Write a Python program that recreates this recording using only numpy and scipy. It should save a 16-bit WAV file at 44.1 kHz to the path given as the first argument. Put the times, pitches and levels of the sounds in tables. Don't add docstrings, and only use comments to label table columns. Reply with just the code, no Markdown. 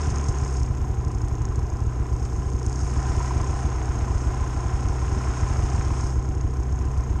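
import sys
import numpy as np
from scipy import signal
from scipy.fft import rfft, irfft, next_fast_len
from scipy.io import wavfile

SR = 44100
rng = np.random.default_rng(int(sys.argv[2]) if len(sys.argv) > 2 else 0)


def generate_wav(signal):
    frames = np.transpose(np.atleast_2d(signal))
    scaled = np.clip(frames, -1, 1) * 32767
    pcm = np.round(scaled).astype(np.int16)
    wavfile.write(sys.argv[1], SR, pcm)


def level_to_linear(level):
    exponent = np.asarray(level, float) / 20
    return 10 ** exponent


N = 317520

# time_s, speed_turns_per_s
CRANK_SPEED = [(0.0, 36.92), (0.6, 31.89), (0.8, 30.65), (1.2, 29.37), (1.5, 29.13), (1.8, 29.39),
               (1.9, 29.89), (2.3, 30.15), (2.5, 31.27), (2.9, 31.83), (3.3, 31.82), (4.0, 30.64),
               (4.3, 30.93), (4.5, 30.42), (5.0, 31.36), (5.4, 31.07), (5.7, 32.02), (7.2, 31.9)]
# time_s, brightening_db
HEAD_FACING = [(0, 4), (.26, 0.5), (.46, -0.5), (.64, -5), (.84, -5.5), (2.61, -5.5), (2.85, -2.5),
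               (3.09, 3), (3.31, 2.5), (3.9, 0), (5.05, 0.5), (5.35, 3.5), (5.7, 2.5), (6.04, 1),
               (6.14, -4.5), (6.7, -6), (6.86, -5), (7.2, -4.5)]
# first_s, apart_turns, count, level_db
LEFT_FIRINGS = [(0.0842, 12, 1, -16.5), (0.4296, 6, 1, -14), (0.6148, 3, 1, -18.5), (0.7106, 6, 1, -15),
                (0.9066, 5, 5, -16), (1.8237, 6, 2, -16.5), (2.125, 3, 2, -17.5), (2.39, 5, 2, -17),
                (2.677, 5, 3, -14), (3.1806, 6, 2, -13), (3.4967, 5, 2, -15.5), (3.8168, 5, 2, -20),
                (4.11, 5, 2, -14.5), (4.6634, 6, 2, -15), (5.0824, 3, 2, -18), (5.307, 4, 1, -18),
                (5.434, 5, 1, -13), (5.5928, 5, 2, -15), (5.8739, 4, 2, -17), (6.1875, 6, 1, -12.5),
                (6.3744, 6, 1, -17.5), (6.5941, 7, 2, -16.5), (7.002, 5, 2, -17.5)]
RIGHT_FIRINGS = [(.123, 6, 1, -16), (.2963, 6, 1, -14), (0.6312, 6, 1, -15), (0.825, 5, 5, -17),
                 (1.637, 3, 2, -18), (1.8746, 4, 3, -15), (2.2424, 3, 2, -18.5), (2.4702, 4, 1, -17),
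                 (2.9767, 4, 2, -15), (3.4168, 4, 3, -16.5), (3.769, 4, 1, -21.5), (3.8986, 4, 5, -15.5),
                 (4.582, 5, 1, -21), (4.7444, 5, 2, -16.3), (5.033, 3, 2, -16), (5.2897, 4, 1, -16),
                 (5.3846, 4, 1, -27), (5.5132, 4, 2, -15.5), (5.7959, 4, 5, -16.5), (6.453, 5, 2, -17),
                 (6.7351, 4, 2, -17.5), (6.8895, 3, 1, -19), (6.9859, 4, 2, -15.5)]
# pitch_hz, level_db, t60_s, polarity_sign
PIPE_TONES = [(46.4, 9.5, .082, -1), (65.7, 18.1, .034, 1), (65.4, 3.6, .128, -1), (139.8, 2.9, .057, -1),
              (326.8, 7.3, .077, -1)]
# pitch_hz, level_db_per_hz
GAS_RUMBLE = [(7.1, -45), (12, -16), (43, 3.5), (70, 2), (131, -9), (149, -3), (200, -11), (260, -56.5)]
# pitch_hz, width_hz, level_db, crank_angle_turns, swing_db (below 0: shaking weakest at the
# angle), # knock_over_shaking_db
SILENCER_CHAMBERS = [(185.4, 15, -6.5, 0.639, 1.5, 8), (218, 25, -2.5, 0.08, -13, 0.5),
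                     (248, 16.4, 1, 0.2635, -11.5, 12), (291.6, 68, 2, 0.464, 3, 2),
                     (373.8, 48, 4, .9, 1, 8), (447.6, 60, -1.5, .45, -4.5, 3)]
# pitch_hz, width_hz, level_db, crank_angle_turns, #
# swing_db (below 0: shaking weakest at the angle), knock_over_shaking_db
CASING_PANELS = [(616, 144, -9, 0.29, 2, -2.5), (702, 45, -4, 0.4, -2, 5), (744, 72, -4.5, 0.103, -3, -4.5),
                 (798.7, 38, -0.5, 0.45, 0.5, 4.5), (915, 134, -7, 0.26, -2.5, 1.5),
                 (1186, 545, -14, 0.18, 0.5, -5.5), (1354, 32, -14.5, 0.22, -4, -2.5),
                 (1030, 56, 1.5, .28, 5, 9), (992, 40, -4, .36, 5, 3)]
# time_s, peak_db
SIDE_KNOCKS = [
    (1.992, -36),
    (2.06, -34),
    (3.204, -17.5),
    (3.308, -17.5),
    (4.208, -22),
    (5.905, -21),
]
# pitch_hz, level_db_per_hz
INTAKE_HISS = [(700, -35.5), (1050, -13), (1250, -3.5), (1700, -10), (2500, -14.5), (3750, -23),
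               (4600, -28.5), (6000, -58)]
# crank_angle_turns, level_db
LOOSE_CONTACTS = [
    (.14, -6),
    (0.329, 5.5),
    (0.404, -11.5),
    (0.481, 3.5),
    (0.631, -1.5),
    (0.782, -6.5),
    (0.909, -12.5),
]
# first_s, count, peak_db, dying_time_ms
STRIKING_BOUTS = [(.016, 3, -28.5, 2.7), (.158, 1, -22.5, 1.8), (.183, 3, -27, 1.8),
                  (0.3257, 4, -30.5, 1.3), (0.4474, 4, -30.5, 2.6), (0.568, 4, -27, 1.6),
                  (1.048, 6, -31, 1.4), (1.2482, 2, -29.5, 1.4), (1.3523, 1, -31, 1.1),
                  (1.4183, 3, -29.5, 1.43), (1.5578, 2, -27.5, 1.11), (1.6331, 7, -36, 1.3),
                  (2.2272, 1, -28, .72), (2.5017, 5, -29.5, 0.79), (2.664, 5, -26, 1.4),
                  (2.913, 1, -29, 1.1), (2.975, 1, -30, 1.3), (3.1642, 4, -25, 1), (3.3817, 5, -31, 1.3),
                  (3.8264, 24, -40.5, 0.86), (4.8055, 2, -30.5, 1), (4.885, 1, -29, 1.8),
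                  (5.0634, 3, -34.5, 1.7), (5.486, 1, -31, 2), (5.6995, 6, -34, 1.8),
                  (6.0093, 4, -35.5, 1.1), (6.348, 3, -32, 0.92), (6.537, 4, -37, 2.3),
                  (6.7253, 5, -33.5, 1.6), (6.975, 3, -31.5, 1)]
# time_s, peak_db, dying_time_ms
FURTHER_TICKS = [
    (0.14, -43, 5.7),
    (0.77, -38, 4.4),
    (0.096, -34.5, 1.1),
    (2.5, -44, 1.4),
    (2.9, -38, 1.8),
    (.101, -27, 4.6),
    (.284, -25.5, 7),
    (2.2503, -26, 3.5),
]
# middle_s, half_length_s, boost_db
HEAD_SWINGS = [
    (0.57, 0.099, 4.5),
    (2.303, 0.21, 4),
    (2.783, .2, 6),
    (6.104, 0.14, 4),
]
# pitch_hz, width_hz, level_db
MIC_CASE = [(5290, 516, -6), (6503, 256, 2), (7020, 1640, -9), (9410, 1500, -18.5)]


def rms_one(x):
    return x / np.sqrt(np.mean(x ** 2) + 1e-20)


def in_time(rows):
    s, value = np.transpose(rows)
    return np.interp(np.arange(N) / SR, s, value)


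def coloured(spectrum):
    hz, db = np.transpose(spectrum)
    size = next_fast_len(N)
    log_hz = np.log(np.arange(size // 2 + 1) * SR / size + 1)
    shape = level_to_linear(np.interp(log_hz, np.log(hz), db, left=-60, right=-60))
    noise = irfft(rfft(rng.standard_normal(size)) * shape, size)
    return rms_one(noise[:N])


def resonance(x, hz, width):
    r = np.exp(-np.pi * width / SR)
    feedback = [1, -2 * r * np.cos(2 * np.pi * hz / SR), r * r]
    return signal.lfilter([(1 - r * r) / 2, 0, (r * r - 1) / 2], feedback, x)


def clicks(seconds, sizes):
    out = np.zeros(N)
    at = np.clip(np.round(seconds * SR).astype(int), 0, N - 1)
    np.add.at(out, at, sizes)
    return out + 1e-18


def passes(turn, angle, count=1):
    return np.flatnonzero(np.diff(np.floor(count * (turn - angle)))) / SR


def turns_after(turn, s, turns):
    return np.interp(turn[round(s * SR)] + turns, turn, np.arange(N) / SR)


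def per_turn(turn, spread_db):
    return level_to_linear(spread_db * np.interp(turn, np.arange(300), rng.standard_normal(300)))


def firings(turn):
    rest_db_per_doubling, usual_rest_s = -0.15, 0.08
    choke_s, choke_share, choke_from_db = 0.025, 0.43, -21.5
    rows = []
    for first, apart, count, level_db in LEFT_FIRINGS + RIGHT_FIRINGS:
        steps = round(apart) * np.arange(round(count))
        rows += [(at, level_db) for at in turns_after(turn, first, steps)]
    s, db = np.transpose(sorted(rows))
    rest = np.diff(s, prepend=0)
    back_pressure_db = choke_share * np.maximum(np.roll(db, 1) - choke_from_db, 0)
    choke_db = back_pressure_db * (rest < choke_s)
    doublings = np.log2(np.maximum(rest, usual_rest_s / 2) / usual_rest_s)
    return s, db + rest_db_per_doubling * doublings - choke_db


def exhaust(turn):
    blowdown_s, dip_delay_s, puff_db = 0.0012, 0.0082, -33
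    s, db = firings(turn)
    openings = passes(turn, 0.11, count=2)
    puffs = level_to_linear(puff_db) * rng.standard_normal(600)[:len(openings)]
    train = clicks(s - dip_delay_s, level_to_linear(db)) + clicks(openings - dip_delay_s, puffs)
    bell = signal.windows.gaussian(441, blowdown_s * SR)
    blow = np.convolve(train, bell / bell.sum(), "same")
    out = 0
    for hz, level_db, t60, sign in PIPE_TONES:
        r = level_to_linear(-60 / (t60 * SR))
        w = 2 * np.pi * hz / SR
        push = [0, sign * level_to_linear(level_db) * np.sin(w)]
        out = out + signal.lfilter(push, [1, -2 * r * np.cos(w), r * r], blow)
    return out


def pumping(turn, speed, facing_db):
    tuned_speed = 32.23
    low_db = -25.5 + 2.5 * np.minimum(speed - tuned_speed, 0)
    high_db = -31.5 - 1.8 * np.maximum(speed - tuned_speed, 0) + 0.15 * facing_db
    lead = 0.27 + 0.1 * (np.minimum(speed, 32.1) - 31)
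    low = level_to_linear(low_db) * per_turn(turn, 0.65) * np.cos(4 * np.pi * turn)
    high = level_to_linear(high_db) * per_turn(turn, 0.17) * np.cos(2 * np.pi * (4 * turn + lead))
    first = level_to_linear(-44) * np.cos(2 * np.pi * (turn + 0.15))
    fifth = level_to_linear(-49) * per_turn(turn, 2.5) * np.cos(2 * np.pi * (5 * turn - 0.35))
    return np.sqrt(2) * (low + high + first + fifth)


def gas_rumble():
    return level_to_linear(-38) * coloured(GAS_RUMBLE)


def shaken(modes, turn, uneven_db, jitter_s):
    out = 0
    for hz, width, level_db, angle, swing_db, knock_db in modes:
        swell = level_to_linear(swing_db * np.cos(2 * np.pi * (turn - angle)))
        swell = swell * per_turn(turn - angle + 0.5, uneven_db)
        at = passes(turn, angle - 0.13)
        chance = rng.standard_normal((300, 2))[:len(at)]
        sizes = level_to_linear(28.5 + knock_db + uneven_db * chance[:, 1])
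        blows = clicks(at + jitter_s * chance[:, 0], sizes)
        force = (swell * rng.standard_normal(N) + blows) / np.hypot(1, level_to_linear(knock_db))
        ringing = resonance(resonance(force, hz, 1.6 * width), hz, 1.2 * width)
        out = out + level_to_linear(level_db) * ringing
    return rms_one(out)


def silencer_drone(turn, facing_db):
    level_db = -38.5 + 0.15 * facing_db
    return level_to_linear(level_db) * shaken(SILENCER_CHAMBERS, turn, uneven_db=1.2, jitter_s=0.0002)


def casing(turn, speed, facing_db):
    level_db = -39.5 + 0.77 * np.minimum(facing_db, 1.8) - 0.4 * (speed - 31)
    return level_to_linear(level_db) * shaken(CASING_PANELS, turn, uneven_db=1.6, jitter_s=0.0005)


def side_knocks():
    hz, width_hz, gain_db = 987, 104, 34
    s, db = np.transpose(SIDE_KNOCKS)
    blows = clicks(s, level_to_linear(db + gain_db))
    return resonance(resonance(blows, hz, width_hz), hz, 2 * width_hz)


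def intake(turn, facing_db):
    since = (turn - 0.11) % 1
    snap = 1 + 1.45 * per_turn(turn - 0.11 + 0.5, 0.88) * np.exp(-since / 0.1)
    hiss = rms_one(snap * per_turn(turn, 0.8) * coloured(INTAKE_HISS))
    return level_to_linear(-47 + facing_db) * hiss


def contact_scuffs(turn):
    touches = 0
    for angle, contact_db in LOOSE_CONTACTS:
        at = passes(turn, angle)
        chance = rng.standard_normal((300, 2))[:len(at)]
        touches = touches + clicks(at + 0.0012 * chance[:, 0], level_to_linear(contact_db + 2.2 * chance[:, 1]))
    return signal.lfilter([1], [1, -np.exp(-1 / (0.00067 * SR))], touches)


def hard_ticks(turn):
    spread_db, jitter_s = 2.5, 0.0005
    rows = []
    for first, count, db, dying_ms in STRIKING_BOUTS:
        chance = rng.standard_normal((30, 2))[:round(count)] * (count > 1.5)
        at = turns_after(turn, first, np.arange(round(count))) + jitter_s * chance[:, 0]
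        strengths = db + spread_db * np.clip(chance[:, 1], -2, 1.3)
        rows += [(s, strength, dying_ms) for s, strength in zip(at, strengths)]
    return rows


def in_case(shake, level_db):
    out = 0
    for k, (hz, width, db) in enumerate(MIC_CASE):
        out = out + level_to_linear(db) * (-1) ** k * resonance(shake, hz, width)
    hz, width, db = MIC_CASE[0]
    opening = level_to_linear(0.27 * (level_db + 51.5)) - 1
    out = out + opening * level_to_linear(db) * resonance(shake, hz, width)
    return signal.sosfilt(signal.butter(4, 4500, "high", fs=SR, output="sos"), out)


def rattle(turn, facing_db):
    t = np.arange(N) / SR
    swing_db = sum(db * np.exp(-((t - s) / half) ** 2) for s, half, db in HEAD_SWINGS)
    level_db = -49 + 1.08 * facing_db + swing_db
    ticks = level_to_linear(0.5 * (level_db + 48.5) - 29.5) * contact_scuffs(turn)
    after = np.arange(2200) / SR
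    for s, db, dying_ms in hard_ticks(turn) + FURTHER_TICKS:
        i = round(s * SR)
        tick = level_to_linear(db + 8.0) * np.exp(-1000 * after / max(dying_ms, 0.2))
        ticks[i:i + len(after)] += tick[:N - i]
    noise = rng.standard_normal(N)
    dulled = resonance(ticks * noise, hz=6000, width=3600)
    shake = level_to_linear(level_db + 13.5) * per_turn(turn, 1.0) * noise + level_to_linear(-0.5) * dulled
    body = level_to_linear(-27) * resonance(ticks * noise, hz=3000, width=2400)
    return in_case(shake, level_db) + body


def top_hiss(shape):
    flutter_db, flutter_s = 2.5, 0.1
    band = signal.butter(4, [10250, 13300], "band", fs=SR, output="sos")
    hiss = level_to_linear(-67) * signal.sosfilt(band, rng.standard_normal(shape))
    return hiss * per_turn(np.arange(N) / SR / flutter_s, flutter_db)


def scene():
    speed = in_time(CRANK_SPEED)
    turn = 0.012 + np.cumsum(speed) / SR
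    facing_db = in_time(HEAD_FACING)
    pipe = exhaust(turn) + pumping(turn, speed, facing_db) + gas_rumble()
    body = silencer_drone(turn, facing_db) + casing(turn, speed, facing_db) + side_knocks()
    bright = intake(turn, facing_db) + rattle(turn, facing_db)
    return (pipe + body + bright)[None]


def low_pass(x):
    return signal.sosfilt(signal.butter(12, 13620, fs=SR, output="sos"), x)


def record(dry):
    steep_cut = signal.cheby2(16, 40, 10020, fs=SR, output="sos")
    mix = signal.sosfilt(steep_cut, dry) + top_hiss(dry.shape)
    return low_pass(mix)


dry = scene()
out = record(dry)
generate_wav(out)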